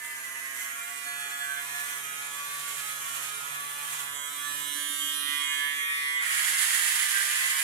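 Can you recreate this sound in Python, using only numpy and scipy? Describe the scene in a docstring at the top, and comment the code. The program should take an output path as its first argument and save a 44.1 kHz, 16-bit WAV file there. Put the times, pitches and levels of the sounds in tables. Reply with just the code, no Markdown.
"""A small bathroom, a phone's stereo microphone at arm's length from an electric foil shaver on a scalp.
The shaver rubs along the temple, runs free for two seconds as it changes hands close to the microphone,
then bites into the thicker stubble on the crown. The motor shakes the case, the cutters chatter under
the foil and snip hairs on each stroke; drag slows and roughens it all. The walls echo, and beneath it
lie a faint room rumble and a few soft bumps of the hand on the phone."""
import sys
import numpy as np
from scipy import signal
from scipy.fft import rfft, irfft
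from scipy.io import wavfile
from scipy.ndimage import uniform_filter1d, map_coordinates

SR = 44100
rng = np.random.default_rng(int(sys.argv[2]) if len(sys.argv) > 2 else 0)


def unload_wav(signal):
    """Save mono or channel-first audio to the path in sys.argv[1] as 16-bit WAV at rate SR, clipped to [-1, 1]."""
    wavfile.write(
        sys.argv[1],
        SR,
        np.round(np.clip(np.atleast_2d(signal).T, -1, 1) * 32767).astype(np.int16),
    )


N = 336483
T = np.arange(N) / SR
LIFT_S, LAND_S = 4.08, 6.21  # the foil leaves the temple, then lands on the crown


def amp(db):
    """Decibels to gain."""
    return 10 ** (np.asarray(db) / 20)


def unit(x):
    """Scale to rms 1."""
    return x / np.sqrt(np.mean(x ** 2))


def curve(rows):
    """A (time, value) table, sample by sample."""
    return np.interp(T, *np.transpose(rows))


def ramp(middle_s, takes_s):
    """A steady move from 0 to 1."""
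    return np.clip((T - middle_s) / takes_s + .5, 0, 1)


def swell(middle_s, width_s):
    """A smooth rise to 1 and fall back."""
    return np.exp(-((T - middle_s) / width_s) ** 2)


def walk(rate_hz):
    """Smooth random wandering with rms 1."""
    hold = max(int(SR / rate_hz), 2)
    steps = np.repeat(rng.standard_normal(N // hold + 1), hold)
    return unit(uniform_filter1d(uniform_filter1d(steps, hold), hold)[:N])


def bins(x):
    """Frequency of each spectral bin of x, kept just above zero."""
    return np.fft.rfftfreq(x.shape[-1], 1 / SR) + 1e-3


def shape(x, gain):
    """Filter by one gain per bin."""
    return irfft(rfft(x) * gain, x.shape[-1])


def response(points):
    """Gain per bin through (frequency [Hz], level [dB]) points."""
    hz, db = np.transpose(points)
    return amp(np.interp(np.log(bins(T)), np.log(hz), db))


def stroke(turns, depth, uneven):
    """The cutters sweep out and back once a turn, one way harder than the other."""
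    return np.exp(depth * np.cos(4 * np.pi * turns) + uneven * np.cos(2 * np.pi * turns))


def buzz(turns, on_skin, pressed):
    """Upper orders of the housing: skin damps some, loose parts make all flutter."""
    # housing spectrum, relative: (order, running free [dB], resting on skin [dB], pressed hard [dB])
    orders = [(6, -26, -15, -26.5), (7, -5.5, -15.5, -14), (8, -3.5, -2.5, -11), (9, -6, -8, -5),
              (10, -11, -4, -27), (11, -5, -12, -13), (12, -1.5, -3, -5.5), (13, -4, -11, 1.5),
              (14, -3.5, -5, -7), (15, -2, -5.5, 2.5), (16, -14, -12, -9), (17, -6.5, -3.5, -11.5),
              (18, -18, -15.5, -7.5), (19, -14.5, -15.5, -17), (20, -3, -14, -9.5), (21, -6.5, -18, -33),
              (22, -1.5, -9.5, -12.5), (23, -0.5, -16.5, -17), (24, -8, -13.5, -14.5), (25, -5, -17, -32),
              (26, -16, -28, -27), (27, -7, -22, -35), (28, -16.5, -21, -40)]
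    out = 0
    for order, free_db, resting_db, pressed_db in orders:
        skin_db = resting_db + pressed * (pressed_db - resting_db)
        db = on_skin * skin_db + (1 - on_skin) * free_db
        flutter_db = 1.8 * walk(7) + 1.3 * walk(35)
        # each order starts at a widely scattered phase and wanders a little, giving an even buzz
        phase = 1.8 * rng.standard_normal() + .45 * walk(10)
        out = out + amp(db + flutter_db) * np.cos(2 * np.pi * round(order) * turns + phase)
    return out / np.sqrt(uniform_filter1d(out ** 2, SR // 4))


def chatter(turns, shift_hz=8, orders=104, size=4096):
    """The cutters cross the same foil holes every turn: a pattern of ticks that repeats and shifts."""
    # ring of the foil under the cutters: (frequency [Hz], level [dB])
    foil = [(3400, -15), (4100, -4), (5200, -7.5), (6500, -2), (8000, -2.5), (9200, 0), (9660, 3.5),
            (10400, 1), (12000, -2), (15000, -11.5)]
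    ticks = 0
    for _ in range(3):
        pattern = irfft(np.exp(2j * np.pi * rng.random(orders)), size)
        ticks = ticks + np.interp(turns % 1, np.arange(size) / size, pattern) * walk(shift_hz)
    ticks = ticks / np.sqrt(uniform_filter1d(ticks ** 2, SR // 50))
    return unit(shape(ticks * stroke(turns, depth=0.97, uneven=0.52), response(foil)))


def stubble(turns, spread_db=2.0, catch_db=1.35):
    """Hairs are snipped in dense, uneven clicks, slightly bunched on each stroke."""
    # rasp of hair in the foil, at the temple and on the crown: (frequency [Hz], level [dB])
    temple = [(100, -66), (450, -15.5), (780, -3), (1100, 3), (1900, 8), (2700, 1.5), (3300, 0.5),
              (5000, -8), (7000, 0), (9300, 0.5), (13500, -4), (15500, -17.5)]
    crown = [(100, -64), (450, -29.5), (1150, -12), (1900, -1), (2600, -16.5), (3150, -10), (4000, -16.5),
             (5700, -18), (7000, -11.5), (9600, -11), (10400, -6.5), (12300, -17), (13200, -24),
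             (15500, -25)]
    snips = rng.standard_normal(N) * amp(spread_db * np.minimum(rng.exponential(size=N), 6))
    snips = snips * stroke(turns, depth=0.088, uneven=0.026) * amp(catch_db * walk(70))
    at_temple, on_crown = (unit(shape(snips, response(colour))) for colour in (temple, crown))
    return np.where(T < LAND_S, at_temple, on_crown)


def hum(turns, grips, crown, near, trim_db=-4.0):
    """The lowest orders, from the swinging mass; they tremble with the grip, alike at both ports."""
    # orders 1 to 5: (in fingertips [dB], in fist [dB], in other hand [dB],
    # added on the crown [dB], added at the close pass [dB])
    levels = [(-78, -62.5, -80, -14, -14), (-69.5, -66.5, -66, -5, 14.5), (-68, -64, -64.5, -9.5, -4.5),
              (-72, -63, -69.5, 3.5, -0.5), (-62.5, -60.5, -73, 11, -9.5)]
    out = 0
    for order, db in enumerate(np.array(levels) @ np.array([*grips, crown, near]), 1):
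        tremble_db = .9 * walk(16) + 2.6 * walk(110)
        phase = 2 * np.pi * (order * turns + rng.random()) + 0.25 * walk(100)
        out = out + np.sqrt(2) * amp(trim_db + db + tremble_db) * np.cos(phase)
    return out


def direct(x, beam_hz=6000):
    """The straight path reaches the left port first; the treble is beamed past the microphone."""
    # the shaver's direction: (time [s], lead of the left port [ms])
    lead = [(0, 0.15), (3.9, 0.24), (4.3, 0.016), (5.3, 0.082), (6.0, 0.15), (6.5, 0.45), (7.63, 0.38)]
    right = shape(x, 1 / np.hypot(1, bins(x) / beam_hz))
    left = map_coordinates(right, [(T + curve(lead) / 1000) * SR], order=3, mode="nearest")
    return np.array([left, right])


def bathroom(x, t60_s=0.45, drift_hz=5.0, patterns=4):
    """Echoes off close walls; their pattern shifts as the hand moves, so overtones swell and fade."""
    t = np.arange(SR // 2) / SR
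    decay = np.exp(-np.log(1000) * t / t60_s) * (t > .003)
    tails = rng.standard_normal((patterns, 2, len(t))) * decay
    tails /= np.sqrt(np.sum(tails ** 2, axis=-1, keepdims=True))
    shares = np.array([walk(drift_hz) for _ in tails])
    shares /= np.sqrt(np.sum(shares ** 2, axis=0))
    echoes = [signal.fftconvolve(x[None], tail, axes=1)[:, :N] for tail in tails]
    return sum(share * echo for share, echo in zip(shares, echoes))


def ports(x):
    """Each microphone port has its own colour; the right one is much brighter."""
    # balance of the ports: (frequency [Hz], left minus right [dB])
    balance = [(600, 0.5), (1150, 1), (1700, -9.5), (2450, 1), (3300, -3.5), (5000, 1.5), (6500, -2.5),
               (8500, -11.5), (10500, -18), (12500, -13), (15000, -4)]
    ratio = response(balance)
    return shape(x, np.array([ratio, np.ones_like(ratio)]) * np.sqrt(2 / (1 + ratio ** 2)))


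def facing(x, grips, near, pressed, scrape_db, bite_s=0.095, span_s=0.17):
    """Each part of the shaver sounds in its own band, as loud as the grip and angle let it."""
    # borders of the bands of case, cap, frame, cutters and foil: (frequency [Hz])
    edges = [800, 1350, 1790, 2600, 5500, 20000]
    # a row for each of those parts: (in fingertips [dB], in fist [dB], in other hand [dB], added on
    # the crown [dB], at the close pass [dB], under a hard press [dB], share of a scrape's drag [ratio])
    levels = [(-57.5, -48, -48, -.5, -3.5, 1, 0.041), (-45.5, -48.5, -48, 9, 1, -1.9, 0.058),
              (-39.5, -48.5, -37.5, 2.5, 2, -1.4, .3), (-55, -47, -42.5, 5, 8.5, -0.41, 0.36),
              (-43.5, -41.5, -42, 10.5, 5.5, -1.2, 0.54)]
    bite = 1 - np.exp(-np.maximum(T - LAND_S, 0) / bite_s)  # the foil sinks into the crown's stubble
    levels_db = np.array(levels) @ np.array([*grips, bite, near, pressed, scrape_db])
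    below = [1 / (1 + (bins(x) / hz) ** 40) for hz in edges]
    bands = [shape(x, upper - lower) for lower, upper in zip(below, below[1:])]
    powers = [uniform_filter1d(band.mean(axis=0) ** 2, int(span_s * SR)) for band in bands]
    gains = amp(levels_db) / np.sqrt(powers)
    low = amp(-6) * gains[0] * shape(x, below[0])  # the little rasp below the case's band follows it
    return low + sum(band * gain for band, gain in zip(bands, gains))


def room_tone(rumble_db=-74, fan_hz=237, fan_db=-77):
    """A faint rumble with one wavering fan tone."""
    # quiet of the room: (frequency [Hz], level [dB])
    quiet = [(20, -27), (55, 0), (95, 3.5), (190, 0), (240, 3), (330, 1), (700, -9), (2000, -52.5)]
    noise = rng.standard_normal(N) + .8 * rng.standard_normal((2, N))
    fan = np.sqrt(2) * np.sin(2 * np.pi * fan_hz * T + 0.32 * walk(9))
    rumble = unit(shape(noise, response(quiet)))
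    return amp(rumble_db + walk(6.1)) * rumble + amp(fan_db) * fan


def housing_rings(turns, flutter_db=3.0):
    """The grip shifts and lets the housing ring on one order of the motor, then fade again."""
    # swells of single orders: (time [s], half length [s], order, level at the top [dB])
    rings = [(1.41, 0.82, 5, -55.5), (1.15, 0.19, 12, -43), (1.27, .25, 31, -52), (1.36, .25, 24, -43),
             (1.517, 0.34, 12, -38.5), (1.514, 0.072, 11, -35.5), (2.4, 0.37, 8, -50.5),
             (3.301, 0.19, 3, -60), (3.302, 0.18, 17, -58), (4.477, 0.07, 8, -44.5),
             (4.493, 0.056, 12, -42), (4.831, 0.11, 12, -42), (5.0, .35, 67, -56), (5.09, 0.11, 22, -34),
             (5.388, 0.37, 8, -44.5), (5.6, 0.15, 12, -34.5), (6.14, .14, 14, -34), (7.194, .12, 12, -33),
             (7.402, .35, 8, -47)]
    phases = rng.random(100)  # each order keeps its own
    out = 0
    for time_s, width_s, order, db in rings:
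        tone = np.cos(2 * np.pi * (round(order) * turns + phases[round(order)]))
        out = out + amp(db) * swell(time_s, width_s) * tone
    return np.sqrt(2) * out * amp(flutter_db * walk(35))


def handling_bumps(hz=95, ring_s=0.05):
    """The hand bumps the phone, whose body gives a dull, quickly damped throb."""
    # soft bumps: (time [s], level [dB])
    bumps = [(4.099, -61), (4.199, -73), (4.529, -64), (4.639, -63), (7.0, -67)]
    out = 0
    for time_s, db in bumps:
        age = np.maximum(T - time_s, 0)
        out = out + amp(db) * np.exp(-age / ring_s) * np.sin(2 * np.pi * hz * age)
    return out


def scene(motor_wet_db=6.5, rasp_wet_db=5.0, temple_drag_db=-6, air_drag_db=-12, pass_pan_db=3.5):
    """One motor drives the shaver's layers; grip, skin and distance to the microphone set the levels."""
    # motor speed: (time [s], turn rate [Hz])
    speed = [(0.0, 135.7), (0.25, 132.5), (0.91, 141.7), (1.53, 141.2), (1.87, 143.7), (2.06, 141.1),
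             (2.53, 143.5), (3.19, 139.1), (3.61, 143.4), (3.8, 144.3), (3.91, 141.2), (4.1, 143.2),
             (4.42, 144.5), (6.16, 143.3), (6.27, 139.7), (7.12, 132.3), (7.42, 133.5), (7.63, 136.9)]
    # the foil scrapes through patches of stubble: (time [s], half length [s], extra drag [dB])
    scrapes = [(0.617, 0.063, 5.5), (1.86, 0.15, 4), (2.779, 0.21, 5), (3.187, 0.15, 5), (3.94, 0.13, 5),
               (6.774, .42, 5.5)]
    hz = curve(speed)
    pressed = np.clip((139 - hz) / 5, 0, 1)  # a hard press slows the motor
    temple, crown = 1 - ramp(LIFT_S, takes_s=0.11), ramp(LAND_S, takes_s=0.026)
    on_skin = temple + crown
    closing, handover = ramp(0.78, takes_s=3.7), ramp(5.26, takes_s=0.15)
    grips = [1 - closing, closing - handover, handover]  # fingertips, fist, other hand
    near = swell(5.02, width_s=0.6)  # between the hands the shaver passes close to the right port
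    pan = amp(pass_pan_db * np.array([-near, near]) / 2)

    # drag sets rasp over buzz; in the air only the cutters' own faint hiss on the foil is left
    scrape_db = sum(db * swell(time_s, width_s) for time_s, width_s, db in scrapes)
    drag = amp(temple * temple_drag_db + (1 - on_skin) * air_drag_db + scrape_db)
    wobble = .0005 * walk(18) + .001 * on_skin * walk(30)
    jitter = (.00055 + .0019 * drag) * walk(200)  # drag makes the strokes uneven
    turns = np.cumsum(hz * (1 + wobble)) / SR + jitter

    chatter_db = -3.5 - 3 * on_skin  # skin on the foil muffles the cutters
    motor = buzz(turns, on_skin, pressed) + amp(chatter_db) * chatter(turns)
    # hairs snap all over the foil, so the walls bring each port its own mix of them
    rasp = direct(stubble(turns)) + amp(rasp_wet_db) * np.array([stubble(turns), stubble(turns)])
    shaver = unit(direct(motor) + amp(motor_wet_db) * bathroom(motor)) + drag * unit(rasp)
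    at_phone = facing(pan * ports(shaver), grips, near, pressed, scrape_db)
    ringing = pan * ports(direct(housing_rings(turns)))
    return at_phone + ringing + hum(turns, grips, crown, near) + handling_bumps() + room_tone()


def record(dry, cutoff_hz=15700):
    """The phone cuts the top treble steeply."""
    return signal.sosfilt(signal.ellip(10, .1, 80, cutoff_hz, fs=SR, output="sos"), dry)


dry = scene()
out = record(dry)
unload_wav(out)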